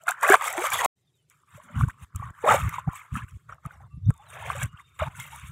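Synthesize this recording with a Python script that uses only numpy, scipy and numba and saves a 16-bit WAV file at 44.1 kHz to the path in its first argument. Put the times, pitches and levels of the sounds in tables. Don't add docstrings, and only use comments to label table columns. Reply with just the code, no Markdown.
import sys
import numpy as np
from scipy import signal
from scipy.fft import rfft, irfft, next_fast_len
from scipy.io import wavfile
from scipy.ndimage import uniform_filter1d
from numba import njit

SR = 44100
rng = np.random.default_rng(int(sys.argv[2]) if len(sys.argv) > 2 else 0)


def unload_wav(signal):
    wavfile.write(
        sys.argv[1],
        SR,
        np.round(np.clip(np.atleast_2d(signal).T, -1, 1) * 32767).astype(np.int16),
    )


def to_linear_factor(level_db):
    exponent = np.asarray(level_db, float) / 20
    return 10 ** exponent


N = 243278
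T = np.arange(N) / SR

# start in seconds, end in seconds.
SILENCE_S = (.8605, .955)

# frequency in Hz, level in dB per Hz.
AIR_COLOUR = [(18, -26.5), (30, 1), (140, -2.5), (210, -21.5), (360, -14.5), (1220, -25), (3580, -25),
              (11700, -38), (16000, -45)]

# frequency in Hz, level in dB per Hz.
WATER_COLOUR = [(280, -29), (400, -17), (600, -4.5), (1170, 4.5), (2200, -6), (3800, -15), (3980, -28.5),
                (4500, -28), (4850, -39), (5500, -24), (7400, -13), (9300, -16.5), (10500, -19.5),
                (13500, -22), (15300, -25.5)]
# peak time in seconds, peak level in dB, rise in seconds per 20 dB,
# fall in seconds per 20 dB, spray in dB above slosh.
SCOOPS = [(0.02, -57.5, 0.12, 0.06, -5.5), (0.071, -36, 0.015, 0.011, -17.5),
          (0.082, -19.5, 0.0042, 0.046, -13.5), (.135, -50, .03, 0.065, -8),
          (0.228, -17, 0.0095, 0.12, -20), (0.311, -18.5, 0.059, 0.085, -8),
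          (0.353, -16, 0.13, 0.027, -20.5), (0.413, -25.5, 0.012, 0.081, -13), (.46, -25, .1, 0.12, -8.5),
          (0.669, -24.5, 0.17, 0.034, -10), (.74, -26, 0.033, 0.11, -2), (.81, -24, 0.21, 0.045, -10.5),
          (0.859, -21, 0.056, 0.014, -9)]
SLOSHES = [(1.304, -55.5, 0.0055, 0.15, -10.5), (1.5, -73, 0.24, 0.048, -5.5),
           (1.546, -47.5, 0.079, 0.18, -9.5), (1.804, -38, 0.16, 0.18, -14.5),
           (1.909, -33.5, 0.053, 0.044, -15.5), (2.034, -43, 0.066, 0.054, -9),
           (2.148, -50, 0.0025, 0.38, -8.5), (2.24, -40, 0.072, 0.18, -33),
           (2.39, -45.5, 0.39, 0.065, -22.5), (2.444, -28, 0.011, 0.14, -23.5),
           (2.489, -16, 0.038, 0.099, -19.5), (2.521, -17, 0.064, 0.12, -15.5),
           (2.68, -38.5, 0.35, 0.13, -15.5), (2.739, -38, 0.061, 0.086, -9),
           (2.795, -36.5, 0.14, 0.044, -20), (2.896, -43, 0.1, 0.31, -42), (2.962, -41.5, 0.08, 0.13, -8.5),
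           (3.168, -38.5, 0.062, 0.11, -8.5), (3.285, -53, 0.037, 0.17, -7.5),
           (3.489, -43.5, 0.0037, 0.11, -24.5), (3.533, -48.5, 0.073, 0.018, -14.5),
           (3.657, -42, 0.024, 0.039, -15), (3.714, -50, 0.082, 0.11, -13.5),
           (3.83, -52, 0.085, 0.092, -24)]
STRIDES = [(4.107, -53, 0.051, 0.022, -16), (4.15, -68.5, 0.05, 0.066, -4),
           (4.365, -36.5, 0.098, 0.11, -16.5), (4.461, -40, 0.25, 0.19, -10.5),
           (4.51, -33, 0.068, 0.074, -9.5), (4.631, -32, 0.15, 0.043, -11.5), (4.74, -56, 0.1, 0.071, -30),
           (4.802, -49.5, 0.084, 0.048, -15.5), (4.992, -33, 0.0019, 0.2, -15.5),
           (5.032, -29.5, 0.031, 0.017, -18), (5.15, -46.5, 0.097, 0.43, -14),
           (5.202, -43.5, 0.034, 0.1, -1.5), (5.33, -48, 0.48, 0.52, -6), (5.448, -60, 0.55, 0.19, 6)]
# time in seconds, gurgle in dB above slosh.
DEPTH = [(.128, -28), (.29, 1.8), (.41, -13), (.554, 0), (.73, -9.5), (.86, 1.5), (1.4, -26), (1.66, -8.5),
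         (1.8, -17), (2.41, -18.5), (2.44, 6), (2.7, -19.5), (3.45, -19.5), (3.52, -7), (4.6, -4),
         (4.75, -28), (5.03, -7.5), (5.2, -16)]
FIZZ_DB = (-2.5, -1.5, 1)
# time in seconds, depth in dB.
CLAMPS = [
    (.358, -10),
    (1.849, -10.5),
    (1.908, -16),
    (2.048, -14),
    (2.306, -12),
    (3.249, -8.5),
    (4.105, -1.5),
    (5.085, -12),
]

# start in seconds, peak level in dB, pitch in Hz, ring time in cycles,
# pitch rise from 0 to 1.
BUBBLES = [(0.033, -44.5, 643, 13, 0), (0.066, -36.5, 647, 15, 0.17), (0.084, -11, 1394, 6.4, 0),
           (0.094, -23.5, 661, 10.4, 0.27), (0.117, -19.5, 1357, 7.9, 0.34), (0.229, -12, 916, 12, 0),
           (0.236, -9.5, 1136, 20, 0.05), (0.287, -17, 1620, 7.9, 0.4), (0.3, -6.5, 392, 9.7, 0.02),
           (0.321, -4.5, 1520, 7.9, 0.14), (0.341, 1, 952, 6.4, 0.33), (0.577, -21.5, 336.4, 13, 0.14),
           (0.612, -27, 415, 14, 0.44), (0.137, -33, 1060, 15, 0.7), (0.005, -55, 640, 14, 0.05),
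           (0.638, -21, 596, 7.2, 0.08), (0.752, -21, 956, 6, 0), (0.851, -9.5, 990, 7.6, 0.06)]
FOOT_BUBBLES = [(1.576, -42.5, 564, 16, 0.15), (1.6, -38, 1070, 9.4, 0.06), (1.693, -48, 594, 17, 0),
                (1.81, -16, 1167, 7, 0), (1.835, -23.5, 1470, 9, 0), (2.225, -30.5, 1088, 26, 0.15),
                (2.261, -34, 1090, 13, 0.02), (2.439, -17, 455, 9.2, 0.15), (2.461, -12, 615, 6.9, 0.03),
                (2.473, -6.5, 1013, 18, 0.15), (2.488, -8, 1192, 22, 0.16), (2.508, -15, 1303, 17, 0.41),
                (2.543, -6, 550, 6.6, 0.04), (2.74, -21, 1160, 10.3, 0.02), (2.783, -18, 956, 10, 0.15),
                (2.875, -26, 763, 10.6, 0.03), (3.153, -24.5, 1200, 14.6, 0.19),
                (3.495, -28, 1180, 4.3, 0.08), (3.524, -27, 1182, 8.3, 0.24), (3.708, -32, 1450, 8.7, 0.02),
                (3.804, -42, 796, 11, 0), (3.9, -57.5, 1150, 110, 0.05), (4.124, -54.5, 1150, 45, 0.03),
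                (4.15, -55, 900, 34, 0.03), (4.193, -45, 790, 36, 0.19), (4.24, -55.5, 600, 38, 0),
                (4.725, -48, 1200, 35, 0.1), (4.746, -44, 1380, 23, 0.1), (4.763, -44, 1180, 14, 0.03),
                (4.785, -45, 1150, 27, 0.02), (4.895, -62.5, 1200, 38.2, 0.2),
                (4.501, -13.5, 1098, 8, 0.09), (4.55, -28, 549, 13, 0.05), (4.617, -28, 1180, 5.9, 0.6),
                (4.995, -24.5, 1176, 29, 0.3), (5.02, -20, 625, 9.7, 0.01), (5.329, -38.5, 877, 13, 0.06)]
# start in seconds, peak level in dB.
SMACKS = [(.025, -46), (.036, -51), (.08, -21.5), (.411, -26.5), (.463, -26), (.5375, -29), (.579, -17.5),
          (.72, -33.5), (.801, -21.5), (.848, -16.5), (1.883, -34), (3.65, -43.5), (4.105, -27.5),
          (4.618, -30.5), (4.774, -49.5), (4.797, -52.5), (5.361, -44.5)]
# start in seconds, peak level in dB.
DROPS = [(0.0368, -37), (0.0722, -29), (0.0832, -23.5), (0.0899, -13.5), (0.2119, -27.5), (0.2793, -15),
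         (0.3247, -10.5), (0.4424, -19), (0.5023, -23), (0.5931, -24), (0.6419, -25), (0.1092, -14),
         (0.232, -15.5), (0.2996, -7), (0.3418, -12.5), (0.423, -23.5), (0.4823, -18.5), (0.5275, -18),
         (0.7036, -21), (0.7344, -10), (0.847, -6), (1.2995, -38.5), (1.8856, -32), (2.1603, -23),
         (1.7963, -38), (1.8287, -44), (2.2578, -46.5), (2.305, -45.5), (2.4543, -34.5), (2.4708, -29),
         (2.4897, -25), (2.6369, -32), (2.9322, -37.5), (2.5233, -19.5), (2.578, -27), (2.6925, -21.5),
         (2.9572, -31.5), (3.1625, -31), (3.31, -46), (3.545, -47.5), (3.6617, -35), (3.722, -50),
         (4.1055, -36), (4.1399, -44.5), (4.165, -50), (4.178, -43), (4.4253, -40), (4.4967, -33),
         (4.565, -32), (4.6314, -18.5), (4.6364, -19.5), (4.657, -32.5), (5.2001, -24), (5.361, -36)]
# start in seconds, peak level in dB, pitch in Hz.
SCOOP_PLIPS = [(0.088, -30, 2470), (0.089, -33.5, 4020), (0.18, -41, 1722), (0.235, -27.0, 2320),
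               (0.237, -34, 2880), (0.246, -19, 1960), (0.266, -23.5, 2480), (0.29, -12.5, 1630),
               (0.299, -33, 2487), (0.302, -12, 1226), (0.332, -13, 1870), (0.341, -32, 3890),
               (0.343, -6.5, 1347), (0.417, -26, 1900), (0.421, -22.5, 936), (0.454, -31, 3400),
               (0.478, -22.5, 2140), (0.48, -30, 1700), (0.535, -30.5, 1894), (0.58, -28, 2290),
               (0.719, -22, 2300), (0.725, -21.5, 1570), (0.789, -19.5, 1870), (0.817, -17.5, 960),
               (0.845, -32, 2454), (0.855, -19.5, 696), ]
FOOT_PLIPS = [(1.434, -52.5, 1160), (1.82, -37.5, 2250), (1.842, -43.5, 436), (1.881, -37, 1230),
              (1.885, -32, 985), (1.896, -31, 1510), (1.899, -35, 1810), (1.986, -52.5, 1250),
              (2.148, -39.5, 1260), (2.16, -41, 1190), (2.197, -35, 1119.0), (2.223, -31.5, 860),
              (2.482, -13, 610), (2.485, -32, 3030), (2.49, -27, 2400), (2.501, -30.5, 2770),
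              (2.508, -17, 2000), (2.513, -15, 1230), (2.52, -21, 856), (2.529, -17, 1130),
              (2.535, -36, 2920), (2.581, -34, 1528), (2.691, -45, 2430), (2.693, -36, 1990),
              (2.89, -32, 1335), (2.933, -34, 1008), (2.957, -36, 1188), (3.016, -38.5, 2100),
              (3.113, -44.5, 1180), (3.153, -35.5, 1690), (3.182, -40.5, 2497.0), (3.22, -40.5, 1670),
              (3.282, -46.5, 1464.0),
              (3.5, -47.5, 1894.0), (3.582, -48.5, 1200), (3.653, -32, 1220), (3.71, -49.5, 1993),
              (4.103, -40.5, 432), (4.108, -40, 1290), (4.058, -53, 5940), (4.424, -31, 904.0),
              (4.5, -30, 1510), (4.517, -30.5, 2450), (4.616, -27, 1330), (4.617, -31.3, 1630),
              (4.623, -37, 2290), (4.637, -33, 1981.0), (4.773, -48, 3100), (4.774, -48, 2770),
              (4.796, -43.5, 1982), (5.0, -43, 3675), (5.006, -27, 2180), (5.011, -24, 1050),
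              (5.015, -38, 3480), (5.027, -35.5, 2830), (5.073, -36.3, 1170), (5.151, -41, 1460),
              (5.19, -40.5, 900), (5.198, -37.5, 1670), (5.198, -39, 3400), (5.202, -38, 2080),
              (5.264, -42, 2583.0), (5.343, -40.5, 896), (5.509, -42, 1210)]

# frequency in Hz, level in dB per Hz.
WIND_COLOUR = [(15, -46), (40, -19.5), (70, 5.5), (110, 4), (150, 0.5), (200, -23.5), (260, -31),
               (340, -45.5)]
# time in seconds, level in dB.
BREEZE = [(0.0, -71), (.27, -66.5), (.7, -56.5), (.955, -84.5), (1.45, -74), (1.9, -55.5), (2.12, -66),
          (3.1, -77.5), (3.27, -52), (3.4, -70), (3.75, -59.5), (4.9, -64.5), (5.5, -63.5)]
# peak time in seconds, level in dB, rise and fall in seconds per 20 dB.
PUFFS = [(.35, -48.5, 0.13, 0.03), (0.741, -42.5, 0.039, 0.14), (1.548, -36.5, 0.02, 0.037),
         (1.837, -6.5, 0.021, 0.0094), (2.152, -17, 0.0079, 0.022), (2.2, -24, 0.011, 0.022),
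         (2.535, -27.5, 0.086, 0.26), (2.7, -55, .011, 0.11), (2.9, -50.5, .011, 0.11),
         (3.121, -17, 0.0019, 0.053), (3.521, -42, 0.11, 0.045), (3.84, -42, 0.16, 0.13),
         (3.944, -31, 0.026, 0.015), (3.975, -27, 0.024, 0.018), (4.111, -37.5, .004, 0.051),
         (4.498, -36, .23, 0.074), (4.62, -31.5, 0.19, 0.023), (4.675, -41.5, 0.013, 0.061),
         (4.743, -32.5, 0.022, 0.011), (5.018, -17, 0.014, 0.02), (5.195, -37, 0.11, 0.046),
         (5.329, -48, 0.56, 0.59), (5.442, -30.5, 0.022, 0.031), (5.492, -36.5, 0.027, 0.083)]
# end in seconds, level in dB, rise in seconds per 20 dB, hold in seconds.
GUSTS = [(1.848, -21, 0.029, 0.081), (1.886, -16.5, 0.0098, 0.011), (2.043, -35.5, 0.026, 0.017),
         (2.309, -35.5, 0.017, 0.072), (2.684, -20.5, 0.022, 0.058), (2.888, -15.5, 0.009, 0.014),
         (3.244, -28.5, 0.061, 0.0016), (3.37, -34.5, 0.016, 0.046), (3.669, -29, 0.0064, 0.014),
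         (4.103, -4, 0.051, .002), (4.661, -24.5, 0.013, 0.032), (5.084, -24, 0.045, 0.0018)]
# peak time in seconds, level in dB, rise and fall in seconds per 20 dB.
BUFFETS = [
    (1.81, -31.5, 0.099, 0.074),
    (2.5, -39, 0.03, 0.15),
    (3.122, -27.5, 0.0052, 0.05),
    (3.17, -37.5, 0.033, .03),
    (2.16, -43, 0.0068, 0.023),
    (4.097, -22, 0.036, .008),
]
# start in seconds, end in seconds, start pitch in Hz, end pitch in Hz, level in dB.
BIRDS = [(1.07, 1.112, 3730, 3090, -74), (1.137, 1.186, 3910, 3400, -72), (1.18, 1.232, 3165, 2900, -71),
         (3.306, 3.318, 5900, 5300, -66.5), (3.516, 3.55, 5850, 5330, -67), (3.726, 3.782, 5880, 5300, -74),
         (3.906, 4.005, 2716, 2660, -68.5), (3.948, 3.974, 10000, 9850, -70),
         (4.045, 4.13, 3690, 3600, -63.5), (4.13, 4.272, 3640, 3430, -69),
         (4.263, 4.322, 4150, 3290, -63.5), (4.669, 4.788, 2810, 2956, -68),
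         (4.776, 4.975, 3660, 3620, -66.5), (3.812, 3.881, 3550, 3615, -75.5)]


def curve(table, column):
    rows = np.array(table)
    return np.interp(T, np.maximum.accumulate(rows[:, 0]), rows[:, column])


def colour(x, points, lo_hz=0, hi_hz=SR):
    size = next_fast_len(N + 8192)
    hz = np.maximum(np.arange(size // 2 + 1) * SR / size, 1)
    point_hz, point_db = np.array(points).T
    db = np.interp(np.log(hz), np.log(point_hz), point_db)
    db = db - 10 * np.log10(1 + (lo_hz / hz) ** 8) - 10 * np.log10(1 + (hz / hi_hz) ** 8)
    cepstrum = irfft(np.log(to_linear_factor(np.maximum(db, -140))), size)
    cepstrum[1:size // 2] *= 2
    cepstrum[size // 2 + 1:] = 0
    y = irfft(rfft(x, size) * np.exp(rfft(cepstrum)), size)[:N]
    return y / y.std()


def walk(rate):
    k = int(SR / rate)
    held = np.repeat(rng.standard_normal(N // k + 1), k)
    w = uniform_filter1d(uniform_filter1d(held, k), k)[:N]
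    return w / w.std()


def bursts(peak_s, db, rise_s, fall_s, floor_db, hold_s=0.):
    coarse = T[::16]
    late = coarse - peak_s[:, None]
    rise_slope = 20 / np.maximum(rise_s, .001)[:, None]
    fall_slope = 20 / np.maximum(fall_s, .001)[:, None]
    early = np.maximum(-late - np.reshape(hold_s, (-1, 1)), 0)
    drop = fall_slope * np.maximum(late, 0) + rise_slope * early
    power = (to_linear_factor(db[:, None] - drop) ** 2).sum(axis=0)
    return 10 * np.log10(np.interp(T, coarse, power) + to_linear_factor(floor_db) ** 2)


def open_air():
    return to_linear_factor(-70 + 0.45 * walk(18)) * colour(rng.standard_normal(N), AIR_COLOUR, 130)


@njit
def ring(start, hz, cycles, rise, size, soft):
    out = np.zeros(N)
    for k in range(len(start)):
        span, phase = cycles[k] * SR / hz[k], 0.
        for j in range(min(int(5 * span), N - start[k])):
            phase += 2 * np.pi * min(hz[k] * (1 + rise[k] * j / span), 19000.) / SR
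            swell = (1 - np.exp(-j / (soft * span))) ** 2
            out[start[k] + j] += size[k] * np.exp(-j / span) * swell * np.sin(phase)
    return out


def swarm(lo_hz, hi_hz, cycles, rise, scatter_db, count):
    when, pitch, life, luck = rng.random((count, 4)).T
    start = (when * N).astype(np.int64)
    hz = lo_hz * (hi_hz / lo_hz) ** pitch
    size = to_linear_factor(-scatter_db * np.log(1 - .995 * luck)) * np.sqrt(hz / lo_hz)
    x = ring(start, hz, cycles * (.5 + life), rise * life, size, .13)
    return x / x.std()


def stirring():
    trickle_db, trickle_spray_db = -82, 2.5
    let_go_s = 0.055
    s, db, rise, fall, spray = np.transpose(SCOOPS + SLOSHES + STRIDES)
    fizz = 0.74 * spray + np.repeat(FIZZ_DB, [len(SCOOPS), len(SLOSHES), len(STRIDES)])
    duck = sum(depth * (T >= at) * np.exp(-np.abs(T - at) / let_go_s) for at, depth in CLAMPS)
    fall = np.where(s < SILENCE_S[0], np.minimum(fall, (SILENCE_S[1] - s) / 3), fall)
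    slosh_db = bursts(s, db, rise, fall, trickle_db)
    spray_db = bursts(s, db + spray, rise, 0.99 * fall, trickle_db + trickle_spray_db)
    fizz_db = bursts(s, db + fizz, rise, fall, trickle_db)
    return duck + np.array([slosh_db, spray_db, fizz_db])


def water():
    gurgle = swarm(380, 900, 6.1, .06, 0.98, count=1400) + to_linear_factor(-9.0) * rng.standard_normal(N)
    slosh = swarm(900, 2100, 4.6, 0.14, 1.3, count=4500) + to_linear_factor(-7) * rng.standard_normal(N)
    fizz = swarm(2000, 4800, 7.5, 0.06, 1.9, count=5000) + to_linear_factor(-2.5) * rng.standard_normal(N)
    spray = swarm(5000, 15500, 4.9, 0.051, 3.8, count=12000) + rng.standard_normal(N)
    slosh_db, spray_db, fizz_db = stirring()
    gurgle_db = slosh_db + curve(DEPTH, 1)
    gurgle = to_linear_factor(gurgle_db - 2.5 + 2.1 * walk(38)) * colour(gurgle, WATER_COLOUR, 350, 1100)
    slosh = to_linear_factor(slosh_db - 3.5 + 1.1 * walk(45)) * colour(slosh, WATER_COLOUR, 750, 2600)
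    fizz = to_linear_factor(fizz_db + 0.34 + 0.42 * walk(45)) * colour(fizz, WATER_COLOUR, 1100, 5000)
    spray = to_linear_factor(spray_db - 1.5 + 2.8 * walk(60)) * colour(spray, WATER_COLOUR, 2700)
    close_db = spray_db - 15.5 - 6 * (T > SILENCE_S[0])
    close = to_linear_factor(close_db) * colour(rng.standard_normal(N), WATER_COLOUR[:1], 3700, 4800)
    return to_linear_factor(0.89 * walk(110)) * (gurgle + slosh + fizz + spray + close)


def bubbles():
    s, db, hz, cycles, rise = np.transpose(BUBBLES + FOOT_BUBBLES)
    start = (s * SR).astype(np.int64)
    return ring(start, hz, np.maximum(.45 * cycles, .5), .4 * rise, to_linear_factor(db + 3.5), .2)


def cracks(table, noise, decay_s, lo_hz, gain_db):
    out, tail = np.zeros(N + 800), np.exp(-np.arange(800) / (decay_s * SR))
    for s, db in table:
        first = int(s * SR)
        out[first:first + 800] += to_linear_factor(db) * tail
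    return colour(out[:N] * noise, WATER_COLOUR, lo_hz) * to_linear_factor(gain_db) * out.std()


def drops():
    noise = rng.standard_normal(N)
    smacks = cracks(SMACKS, 1 + noise, decay_s=0.0006, lo_hz=440, gain_db=2.5)
    return smacks + cracks(DROPS, noise, decay_s=0.001, lo_hz=4900, gain_db=-6.5)


def plips():
    s, db, hz = np.transpose(SCOOP_PLIPS + FOOT_PLIPS)
    ring_s = .0034 * (hz / 1000) ** -0.34
    rise = np.full(len(hz), 0.014)
    return ring((s * SR).astype(np.int64), hz, ring_s * hz, rise, to_linear_factor(db + 7), .25)


def blowing():
    end, db, rise, hold = np.transpose(GUSTS)
    shut_s = np.full(len(end), 0.0021)
    puffs_db = bursts(*np.transpose(PUFFS), curve(BREEZE, 1))
    return bursts(end, db, rise, shut_s, puffs_db, hold)


def wind():
    eddies = signal.hilbert(colour(rng.standard_normal(N), WIND_COLOUR))
    even = eddies.real / (np.abs(eddies) + .3) ** .6
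    gust = to_linear_factor(blowing() - 3.5)
    gust = np.minimum(gust, uniform_filter1d(gust, size=301, origin=150))
    gust = uniform_filter1d(gust, size=70)
    rattle = colour(even, [(130, -24.5), (200, 14.5), (260, 15.0), (350, -12)], 180, 340)
    rattle = to_linear_factor(bursts(*np.transpose(BUFFETS), -95.5)) * rattle
    thump = gust * colour(even, [(20, -32.0), (55, -0.5), (260, 1.5), (380, -25.5)])
    return signal.sosfilt(signal.butter(2, 38, "high", fs=SR, output="sos"), thump + rattle)


def birds():
    out = np.zeros(N)
    flutter = to_linear_factor(3.5 * walk(120))
    waver = 1 + .008 * walk(250)
    for t0, t1, hz0, hz1, db in BIRDS:
        u = np.clip((T - t0) / (t1 - t0), 0, 1)
        phase = 2 * np.pi * np.cumsum(waver * (hz0 + (hz1 - hz0) * u)) / SR
        out += to_linear_factor(db) * np.sqrt(np.sin(np.pi * u ** 0.51)) * np.sin(phase)
    return out * flutter


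def suppress(x, noise_db=-88, patchy_db=7.0, least_db=-16):
    hz, _, z = signal.stft(x, SR, nperseg=512, noverlap=384)
    power = uniform_filter1d(uniform_filter1d(np.abs(z) ** 2, size=3, axis=0), size=7, axis=1)
    pairs = np.arange(len(hz)) // 2
    patch = uniform_filter1d(rng.standard_normal(z.shape)[pairs], size=45, axis=1)
    patch = patchy_db * patch / patch.std()
    tilt_db = np.interp(hz, [300, 900, 1100, 2000, 5000, 15000], [3, 11, 5.5, 4.5, -6.5, -21.0])
    guess = to_linear_factor(noise_db + tilt_db[:, None] + patch) ** 2
    gain = 1 / (1 + (guess / (power + 1e-18)) ** 0.93)
    gain = np.maximum(gain, to_linear_factor(least_db)) * to_linear_factor(0.4 * patch)
    gain[hz < 250] = 1
    return signal.istft(z * gain, SR, nperseg=512, noverlap=384)[1][:N]


def scene():
    return (open_air() + water() + bubbles() + drops() + plips() + wind() + birds())[None]


def top_cut(x):
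    return signal.sosfilt(signal.butter(12, 16860, fs=SR, output="sos"), x)


def record(dry):
    kept = np.where(T > SILENCE_S[0], np.clip((T - SILENCE_S[1]) * 60, 0, 1), 1.)
    clean = suppress(dry[0]) * kept
    rounded = clean / (1 + clean ** 6) ** (1 / 6)
    mix = signal.sosfilt(signal.ellip(8, .2, 70, 15600, fs=SR, output="sos"), rounded)
    return top_cut(mix[None])


dry = scene()
out = record(dry)
unload_wav(out)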